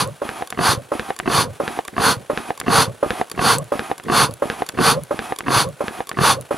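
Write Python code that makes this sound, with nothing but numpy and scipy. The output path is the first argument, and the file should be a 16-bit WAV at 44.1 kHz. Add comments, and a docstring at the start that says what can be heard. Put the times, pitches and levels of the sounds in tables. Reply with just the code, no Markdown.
"""The roar of a dying air blast comes first, with a hoot from the flue and a cracking ember.
Hand bellows feed a small steel stove in open air, about one stroke every 0.7 s: shaped noise is the air and fire.
On each pull the flap claps, air is drawn in, and the cloth snaps out and pulls taut; on the turn the fittings click.
On each squeeze the cloth folds and the jet roars again. These contacts are short clicks ringing decaying modes."""
import sys
import numpy as np
from scipy import signal
from scipy.fft import rfft, irfft, next_fast_len
from scipy.io import wavfile

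SR = 44100
rng = np.random.default_rng(int(sys.argv[2]) if len(sys.argv) > 2 else 0)


def transcribe(signal):
    """Save signal, clipped to [-1, 1], as a 16-bit WAV file at the path in sys.argv[1]."""
    frames = np.atleast_2d(signal).T
    limited = np.clip(frames, -1, 1)
    pcm = np.round(limited * 32767).astype(np.int16)
    wavfile.write(sys.argv[1], SR, pcm)


N = 290044   # length in samples, about 6.6 s


def from_db(db):
    """Turns decibels into an amplitude factor."""
    return 10 ** (np.asarray(db) / 20)


def rms_one(x):
    """Scales a signal to an rms of 1."""
    return x / np.sqrt(np.mean(x ** 2) + 1e-20)


def seconds():
    """The time of every sample."""
    return np.arange(N) / SR


def at_hz(points, hz):
    """Reads a table on a log-frequency axis."""
    known_hz, values = np.transpose(points)
    return np.interp(np.log(hz + 1), np.log(known_hz + 1), values)


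def drift(rate_hz):
    """Slow random wandering with a spread of 1, made at an eighth of the sample rate."""
    size = next_fast_len(N // 8 + 2, real=True)
    hz = np.fft.rfftfreq(size, 8 / SR)
    spectrum = rfft(rng.standard_normal(size)) / (1 + (hz / rate_hz) ** 2)
    slow = rms_one(irfft(spectrum, size))
    return np.interp(np.arange(N) / 8, np.arange(size), slow)


def air_noise(spectrum, peaks):
    """Turbulence: white noise given a broad colour and a few resonances; rms 1."""
    size = next_fast_len(N, real=True)
    hz = np.fft.rfftfreq(size, 1 / SR)
    colour_db = at_hz(spectrum, hz)
    for centre_hz, width_hz, db in peaks:
        colour_db = colour_db + db / (1 + ((hz - centre_hz) / (width_hz / 2)) ** 2)
    return rms_one(irfft(rfft(rng.standard_normal(size)) * from_db(colour_db), size)[:N])


def split(x, hz):
    """The parts below and above a crossover."""
    return [signal.sosfilt(signal.butter(4, hz, kind, fs=SR, output="sos"), x) for kind in ("low", "high")]


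def blows(events, modes, rise_s, rustle_db, rustle_s, gain_db):
    """Each contact is a click and a dying rustle, ringing the modes a little differently every time."""
    t = np.arange(SR // 6) / SR
    hz, level_db, t60_s = np.transpose(modes)[:, :, None]
    partials = from_db(level_db - 60 * t / t60_s) * np.sin(2 * np.pi * hz * t)
    out = np.zeros(N + len(t))
    for s, event_db in events:
        ring = np.sum(from_db(rng.normal(0, 1.0, hz.shape)) * partials, axis=0)
        ring *= 1 - np.exp(-t / rise_s)   # soft things take a moment to get moving
        rustle_shape = np.exp(-t / rustle_s) * (1 - np.exp(-2 * t / rustle_s))
        contact = from_db(rustle_db) * rng.standard_normal(len(t)) * rustle_shape
        contact[0] = 1   # the click itself
        start = round(s * SR)
        if 0 <= start < N:
            sound = signal.fftconvolve(contact, ring / np.abs(ring).max())[:len(t)]
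            out[start:start + len(t)] += from_db(event_db + gain_db) * sound
    return out[:N]


# colour of the quiet between strokes: hz, density_db (relative, per Hz)
QUIET_COLOUR = [(20, -36), (40, -21), (70, -13), (130, -8), (260, -7), (500, 1), (1200, -5), (2000, -10),
                (3200, -10.5), (5000, -17.5), (7500, -17), (10500, -14), (13000, -25), (16000, -29)]
# its resonances: centre_hz, width_hz, boost_db
QUIET_RESONANCES = [(125, 14, 1.3), (1510, 92, 5), (11000, 450, 3.5)]


def quiet_air():
    """A faint, wavering noise bed under everything."""
    return from_db(-45.8 + 2.5 * drift(rate_hz=100)) * air_noise(QUIET_COLOUR, QUIET_RESONANCES)


# each squeeze, levels relative: start_s, end_s, blast_db, hoot_db, flare_db
SQUEEZE_STROKES = [(-0.11, 0.05, -22, -26, -18), (0.59, 0.756, -21.5, -29, -11),
                   (1.2762, 1.451, -22, -27, -15), (1.98, 2.149, -21, -32, -16),
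                   (2.681, 2.859, -19.5, -28, -10), (3.392, 3.571, -20, -23.5, -22),
                   (4.099, 4.272, -19.5, -31.5, -18), (4.788, 4.947, -19.5, -21, -21),
                   (5.4823, 5.648, -21, -24, -14), (6.1878, 6.35, -19.1, -27, -20)]


def squeeze_gain(attack, full_from, full_until, release, curve):
    """Swell, hold and fade of every squeeze, in shares of its length; curve 1 is exponential, 2 bell-shaped."""
    t, gain = seconds(), np.zeros(N)
    for start, end, level_db, _, _ in SQUEEZE_STROKES:
        near = np.abs(t - (start + end) / 2) < .35
        share = (t[near] - start) / (end - start)
        away = np.maximum(full_from - share, 0) / attack + np.maximum(share - full_until, 0) / release
        gain[near] += from_db(level_db) * np.exp(-away ** curve)
    return gain


def rush_gain():
    """The flow through the stove swells to the middle of a squeeze and falls away."""
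    return squeeze_gain(attack=.3, full_from=0.49, full_until=.62, release=.26, curve=1.9)


# colour of the blast: hz, density_db (relative, per Hz)
JET_COLOUR = [(18, -56), (30, -45), (124, -4), (336, -10), (473, -10.5), (600, -5), (1160, -2),
              (2230, -12.5), (3980, -11.5), (4420, -8), (5450, -17.5), (6210, -15.5), (7670, -18.5),
              (10500, -12.5), (16000, -39.5)]
# resonances of the blast, with the microphone's broad hump near 10 kHz: centre_hz, width_hz, boost_db
JET_RESONANCES = [(141, 39, 2), (460, 28, 12), (633, 85, -8), (1140, 35, 3.5), (1470, 180, 4.5),
                  (1930, 730, -4), (3534, 140, 6), (3980, 48, -7), (4420, 310, 5.5), (4860, 120, 5.5),
                  (6100, 240, 6), (7650, 740, -4), (10200, 1700, 2)]


def blast(hiss_db=2.0, rush_db=6.0, rumble_db=-4.6, afterburn_db=-18.3, flutter_db=0.7, flame_db=3.3):
    """The nozzle hisses, the air rushes through the stove and the fanned flame rumbles on a little longer."""
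    rumble = split(air_noise(JET_COLOUR, JET_RESONANCES), hz=467)[0]
    rush = split(split(air_noise(JET_COLOUR, JET_RESONANCES), hz=410)[1], hz=2550)[0]
    hiss = split(air_noise(JET_COLOUR, JET_RESONANCES), hz=2430)[1]
    hiss_gain = from_db(hiss_db) * squeeze_gain(
        attack=.28, full_from=.49, full_until=.76, release=.16, curve=1.7)
    rumble_gain = from_db(rumble_db) * squeeze_gain(
        attack=0.066, full_from=0.038, full_until=0.83, release=0.14, curve=1.5)
    afterburn_gain = from_db(afterburn_db) * squeeze_gain(
        attack=.12, full_from=-0.23, full_until=1.28, release=0.13, curve=0.84)
    flutter = from_db(flutter_db * drift(rate_hz=140))   # hiss and rush waver together
    jet = hiss_gain * rms_one(hiss) + from_db(rush_db) * rush_gain() * rms_one(rush)
    flicker = from_db(flame_db * drift(rate_hz=70))
    flame = flicker * np.maximum(rumble_gain, afterburn_gain) * rms_one(rumble)
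    return flutter * jet + flame


# the stove's main resonance rises a little, then sinks through the squeeze: stroke_share (0 to 1), pitch_hz
THROAT_GLIDE = [(.2, 1113), (.5, 1163), (.75, 1068), (1, 946.6)]


def throat(level_db=-3.2, width_hz=45.0):
    """The rush excites a narrow resonance that glides with every stroke."""
    times = [start + share * (end - start)
             for start, end, *_ in SQUEEZE_STROKES for share, _ in THROAT_GLIDE]
    pitches_hz = [hz for _, hz in THROAT_GLIDE] * len(SQUEEZE_STROKES)
    phase = 2 * np.pi * np.cumsum(np.interp(seconds(), times, pitches_hz)) / SR
    narrow_noise = drift(width_hz) * np.sin(phase) + drift(width_hz) * np.cos(phase)
    return from_db(level_db) * rush_gain() * narrow_noise


def flue(low_hz=470, high_hz=600, glide_s=0.0165, swell_s=.027, fade_s=0.021, octave_db=-7.0,
         octave_lead_s=0.014, boom_hz=130, boom_db=-3.5, boom_s=0.041, waver=0.031):
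    """The first two pipe resonances glide up as the blast ends, over the boom of the fire chamber."""
    t, out = seconds(), np.zeros(N)
    wobble, boom_wobble = 1 + waver * drift(rate_hz=165), 1 + 0.122 * drift(rate_hz=21.0)
    # turbulence shakes the strength and phase of each resonance, so it sounds airy
    low_gain, octave_gain, boom_gain = [
        .75 + .45 * (drift(rate) + 1j * drift(rate)) for rate in (70, 90, 30)]
    for _, end, _, hoot_db, _ in SQUEEZE_STROKES:
        s = end + .025   # the flue answers just after the squeeze
        near = np.abs(t - s) < .2
        age = t[near] - s
        hz = (low_hz + (high_hz - low_hz) / (1 + np.exp(-age / glide_s))) * wobble[near]
        turn = np.exp(2j * np.pi * np.cumsum(hz) / SR)
        swell, early_swell = [np.exp(-.5 * (a / np.where(a < 0, swell_s, fade_s)) ** 2)
                              for a in (age, age + octave_lead_s)]
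        low = swell * low_gain[near] * turn
        octave = from_db(octave_db) * early_swell * octave_gain[near] * turn ** 2
        boom_turn = np.exp(2j * np.pi * np.cumsum(boom_hz * boom_wobble[near]) / SR)
        boom = np.exp(-.5 * (age / boom_s) ** 2) * boom_gain[near] * boom_turn
        out[near] += from_db(hoot_db) * np.imag(low + octave + from_db(boom_db) * boom)
    return out


# the fire chamber's ring: pitch_hz, level_db (relative), t60_s
CHAMBER_MODES = [(67.6, -24, 0.033), (119, 1.5, 0.06), (162, -1, 0.039)]


def flares(height_share=.64, spread_s=.012, last_after_s=0.0191, last_db=-6.5):
    """The fanned flame puffs low near the height of each squeeze and more weakly just after its end."""
    first = [(start + height_share * (end - start) + spread_s * rng.standard_normal(), db)
             for start, end, _, _, db in SQUEEZE_STROKES]
    last = [(end + last_after_s, db + last_db) for _, end, _, _, db in SQUEEZE_STROKES]
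    return blows(first + last, CHAMBER_MODES, rise_s=0.0027, rustle_db=-35, rustle_s=0.0065, gain_db=-0.6)


# each cracking ember, levels relative: start_s, level_db, ring_hz, ring_db
EMBER_CRACKS = [(0.0754, -23, 7900, -3), (3.5843, -8.5, 8050, 5), (3.643, -25.5, 7000, -14),
                (4.3104, -21.5, 4580, 1), (4.339, -17, 10400, -19), (5.036, -17, 9700, -8),
                (5.689, -25, 7040, -15), (6.411, -17.5, 9940, -12)]
# the crack they share: pitch_hz, level_db (relative), t60_s
EMBER_MODES = [(4530, -7, .004), (7000, -1.5, .003), (10430, 9, 0.0025), (12800, -8, .002)]


def embers(ring_t60_s=0.0082):
    """Each ember gives a dry crack with a short ring of its own."""
    out = np.zeros(N)
    for s, db, hz, ring_db in EMBER_CRACKS:
        modes = EMBER_MODES + [(hz, ring_db, ring_t60_s)]
        out += blows([(s, db)], modes, rise_s=.00005, rustle_db=-24, rustle_s=0.0022, gain_db=-1.5)
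    return out


# each pull: flap_opens_s, cloth_snaps_out_s, cloth_taut_s, strength_db (relative)
PULL_STROKES = [(0.2176, .2915, .423, -11), (0.9178, .9959, 1.1046, -8), (1.6004, 1.6788, 1.7898, -8),
                (2.2983, 2.3754, 2.5052, -7), (3.0279, 3.106, 3.2137, -4.5), (3.7199, 3.7941, 3.9145, -7),
                (4.4215, 4.5004, 4.6211, -6), (5.1087, 5.1917, 5.3227, -8.5), (5.806, 5.8821, 6.005, -9.3),
                (6.5088, 6.585, 6.71, -7.5)]
# the flap chatters as it opens: delay_s, level_db (relative to the pull)
FLAP_CHATTER = [(-.0004, -6.5), (.0016, -1), (.0054, -10.5), (.0088, -10.5), (0.0171, -8.5)]
# the flap's ring: pitch_hz, level_db (relative), t60_s
FLAP_RING = [(135, -48, 0.046), (332.5, -21, 0.13), (455, -5, 0.024), (581, 3, 0.021), (750, -7.5, 0.03),
             (1075, -2.5, 0.014), (1225, -8.5, 0.023), (1556, -17.5, 0.021), (2450, -25, 0.009),
             (10400, -27, 0.016)]
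# soft pat, also of loose cloth against the boards: pitch_hz, level_db (relative), t60_s
PAT_RING = [(162, -24.5, 0.15), (256, 1.5, 0.027), (343, 10, 0.016), (740, -11, 0.036), (1290, -10, 0.01)]


def flap(rebound_s=0.034):
    """The intake flap chatters open at the start of each pull and falls back once."""
    slaps = [(s + delay, db + slap_db) for s, _, _, db in PULL_STROKES for delay, slap_db in FLAP_CHATTER]
    rebounds = [(s + rebound_s, db) for s, _, _, db in PULL_STROKES]
    return (blows(slaps, FLAP_RING, rise_s=0.0011, rustle_db=-35.5, rustle_s=0.022, gain_db=2.0)
            + blows(rebounds, PAT_RING, rise_s=0.00074, rustle_db=-27, rustle_s=0.01, gain_db=-8.5))


# colour of the air drawn in: hz, density_db (relative, per Hz)
INTAKE_COLOUR = [(24, -49), (40, -14), (363, 1), (542, -6), (751, 8), (918, 2), (1150, 0.5), (2100, -7),
                 (2500, -8.5), (2770, -10.5), (5440, -17.5), (6020, -18), (8340, -20.5), (10400, -11.5),
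                 (16000, -41)]
# resonances of the drawn air, with the microphone's broad hump near 10 kHz: centre_hz, width_hz, boost_db
INTAKE_RESONANCES = [(710, 46, 2.3), (1230, 110, 3.6), (2510, 140, 6.4), (3270, 370, 4.1),
                     (10100, 2200, 1.33)]


def intake(level_db=-29.6, open_s=0.0014, close_s=0.02, peak_db=0.9, flutter_db=1.6):
    """Air is drawn past the flap from its clap until the cloth is taut, fastest about 70 % of the way."""
    t, flow = seconds(), np.zeros(N)
    for start, _, taut, pull_db in PULL_STROKES:
        opening = 1 - np.exp(-np.maximum(t - start, 0) / open_s)
        closing = np.exp(-np.clip((t - taut) / close_s, 0, 20))
        speed = np.sin(np.pi * np.clip((t - start) / (taut - start), 0, 1) ** 2)
        flow += from_db(.5 * pull_db + peak_db * speed) * opening * closing   # a harder pull draws more air
    flutter = from_db(level_db + flutter_db * drift(rate_hz=18))
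    return flutter * flow * air_noise(INTAKE_COLOUR, INTAKE_RESONANCES)


# the folding cloth's ring: pitch_hz, level_db (relative), t60_s
FOLD_RING = [(140, -39, 0.019), (266, 0.5, 0.033), (368, -1.5, 0.041), (714, -2.5, 0.062), (1137, 8, 0.013),
             (1550, 9.5, 0.0053), (2660, -3.5, 0.013)]


def creases(squeeze_db=-20.0, pull_db=-33.0, spread_db=9.0, early_s=.02, late_s=.058, count=7):
    """Small creases crackle at random while the cloth takes up the pressure, and faintly while it unfolds."""
    spans = [(s - early_s, early_s + late_s, squeeze_db) for s, *_ in SQUEEZE_STROKES]
    spans += [(s, taut - s, pull_db) for s, _, taut, _ in PULL_STROKES]
    draws = rng.random((len(spans), count, 2))
    events = [(s + when * length, db + spread_db * (2 * size - 1))
              for (s, length, db), rows in zip(spans, draws) for when, size in rows]
    return blows(events, FOLD_RING, rise_s=.0001, rustle_db=-20, rustle_s=0.0017, gain_db=-3.0)


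# slack cloth snapping outward: pitch_hz, level_db (relative), t60_s
SNAP_RING = [(231, -7.5, 0.13), (496, 3, 0.026), (790, -2.5, 0.02), (1310, 6, 0.0044), (1657, 9.5, 0.0082),
             (2350, 15.5, 0.0021), (3400, -1, 0.0038), (4320, -21, 0.012), (10300, -25, .003)]
# cloth pulling taut: pitch_hz, level_db (relative), t60_s
TAUT_RING = [(140, -51, 0.086), (319, -23, 0.051), (505, -2.5, 0.017), (755, 0.5, 0.017), (920, 7, 0.0041),
             (1670, 3, 0.0043), (2850, -24, 0.02), (3620, -13.5, 0.0058)]


def cloth_opening(early_pat_db=-16.0, late_pat_db=-16.5, after_snap_s=0.026, before_taut_s=.015):
    """In each pull the cloth snaps outward, pats the boards and pulls taut, all as hard as the pull."""
    snaps = [(s, db) for _, s, _, db in PULL_STROKES]
    stretches = [(s, db) for _, _, s, db in PULL_STROKES]
    pats = [(s + after_snap_s, db + early_pat_db) for s, db in snaps]
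    pats += [(s - before_taut_s, db + late_pat_db) for s, db in stretches]
    return (blows(stretches, TAUT_RING, rise_s=0.00089, rustle_db=-31.5, rustle_s=0.0086, gain_db=2.0)
            - blows(snaps, SNAP_RING, rise_s=0.0001, rustle_db=-29.0, rustle_s=0.011, gain_db=4.5)
            + blows(pats, PAT_RING, rise_s=0.0017, rustle_db=-43, rustle_s=.008, gain_db=0.0))


# each turn from pull to squeeze, levels relative: tick_s, click_s, click_db, knock_s, knock_db
HANDLE_TURNS = [(0.4733, .5032, -12, .5255, -12), (1.1638, 1.1893, -11, 1.2, -8),
                (1.8504, 1.8787, -16.5, 1.883, -15.5), (2.5761, 2.6, -7.5, 2.614, -13),
                (3.2984, 3.3148, -10, 3.318, -23), (3.9799, 4.0372, -24, 3.999, -20),
                (4.6642, 4.6893, -7, 4.695, -17), (5.3614, 5.3871, -9, 5.4072, -12.5),
                (6.0709, 6.0921, -10, 6.1152, -11.5)]
# the metal fittings' ring: pitch_hz, level_db (relative), t60_s
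CLICK_RING = [(440, -14, 0.027), (1122, -8, 0.03), (1750, -4.5, 0.0075), (2310, 0.5, 0.0047),
              (3610, 1.5, 0.0052), (4550, 0.5, 0.0053), (5950, -3, 0.0054), (7000, 6, 0.0027),
              (9740, 8.5, 0.0024), (10970, 3.5, 0.0039)]
# the board's ring: pitch_hz, level_db (relative), t60_s
KNOCK_RING = [(370, -22.5, 0.11), (760, -17, 0.042), (1194, -5, 0.0074), (1670, 9, 0.0026),
              (2550, -12, 0.0051)]


def handle(tick_db=-19.5):
    """On the turn the loose fittings tick and click home, and the board knocks on its hinge."""
    clicks = [(s, tick_db) for s, *_ in HANDLE_TURNS] + [(s, db) for _, s, db, _, _ in HANDLE_TURNS]
    knocks = [(s, db) for *_, s, db in HANDLE_TURNS]
    return (blows(clicks, CLICK_RING, rise_s=0.00025, rustle_db=-10, rustle_s=0.0018, gain_db=-4.5)
            + blows(knocks, KNOCK_RING, rise_s=.0001, rustle_db=-25, rustle_s=0.0041, gain_db=3.5))


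# the cloth buckles three times as a squeeze begins: delay_s, level_db (relative), timing_spread_s
CLOTH_BUCKLES = [(-.016, -14, .002), (0, -5, 0), (.0215, -9.5, .0015)]
# cloth rubbing on itself: pitch_hz, level_db (relative), t60_s
RUB_RING = [(1520, -10, 0.0039), (1970, 5, 0.0036), (3020, -3, .002), (10000, -14, .001)]


def cloth_folding(pat_before_s=.05, rub_before_s=.045):
    """The slackening cloth pats and rubs on itself, then buckles as the squeeze begins."""
    pats = [(s - pat_before_s, db) for s, _, db, _, _ in SQUEEZE_STROKES]
    rubs = [(s - rub_before_s, db) for s, _, db, _, _ in SQUEEZE_STROKES]
    folds = [(s + delay + spread * rng.standard_normal(), db)
             for s, *_ in SQUEEZE_STROKES for delay, db, spread in CLOTH_BUCKLES]
    return (blows(pats, PAT_RING, rise_s=0.0018, rustle_db=-45, rustle_s=.008, gain_db=-8.5)
            + blows(rubs, RUB_RING, rise_s=0.00091, rustle_db=1, rustle_s=.006, gain_db=-24.5)
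            - blows(folds, FOLD_RING, rise_s=.0004, rustle_db=-17, rustle_s=.003, gain_db=-1.0))


# strength of a short diffuse spread added with opposite sign at the two ports,
# strongest near 7.4 kHz: hz, level_db
SPREAD_COLOUR = [(60, -16), (1300, -20), (2300, -18), (4500, -35), (5800, -24), (7400, -8), (8000, -14),
                 (8700, -33), (15000, -28)]


def diffuse_spread(size, t60_s=.07, build_s=.004):
    """Frequency response of a short burst of decaying noise that widens the sound."""
    t = np.arange(SR // 4) / SR
    burst = rng.standard_normal(len(t)) * from_db(-60 * t / t60_s) * (1 - np.exp(-(t / build_s) ** 2))
    colour = from_db(at_hz(SPREAD_COLOUR, np.fft.rfftfreq(size, 1 / SR)))
    return rfft(burst / np.linalg.norm(burst), size) * colour


# phase between the two ports: hz, left_lead_rad
LEFT_LEAD = [(40, -.4), (130, -.78), (460, -.95), (1000, -.58), (1600, -.22), (3200, 0)]
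# level between the two ports: hz, left_minus_right_db
LEFT_BALANCE = [(60, 0), (200, -.7), (480, -1.7), (1150, -1.9), (1800, -.2), (6000, .1), (7400, 2.5),
                (8400, 0)]


def two_ports(sound):
    """Two microphone ports share the phase and level difference equally; the spread has opposite signs."""
    size = next_fast_len(N + SR // 4, real=True)
    spectrum, hz = rfft(sound, size), np.fft.rfftfreq(size, 1 / SR)
    port = from_db(at_hz(LEFT_BALANCE, hz) / 2) * np.exp(.5j * at_hz(LEFT_LEAD, hz))
    spread = diffuse_spread(size)
    open_air = from_db(-60.0) * air_noise(QUIET_COLOUR, QUIET_RESONANCES)   # opposite sign at the ports
    left = irfft(spectrum * (port + spread), size)[:N] + open_air
    right = irfft(spectrum * (1 / port - spread), size)[:N] - open_air
    return np.array([left, right])


def scene():
    """Everything sounds close by in open air, heard through two ports a little apart."""
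    stove = blast() + throat() + flue() + flares() + embers()
    bellows = flap() + intake() + creases() + cloth_opening() + handle() + cloth_folding()
    return two_ports(quiet_air() + stove + bellows)


def record(dry, low_cut_hz=45.0, high_cut_hz=16000):
    """The deepest bass is lost, the highest peaks are rounded and the top is cut."""
    thin = signal.sosfilt(signal.butter(2, low_cut_hz, "high", fs=SR, output="sos"), dry)
    rounded = thin / (1 + thin ** 6) ** (1 / 6)
    return signal.sosfilt(signal.ellip(10, .1, 80, high_cut_hz, fs=SR, output="sos"), rounded)


dry = scene()
out = record(dry)
transcribe(out)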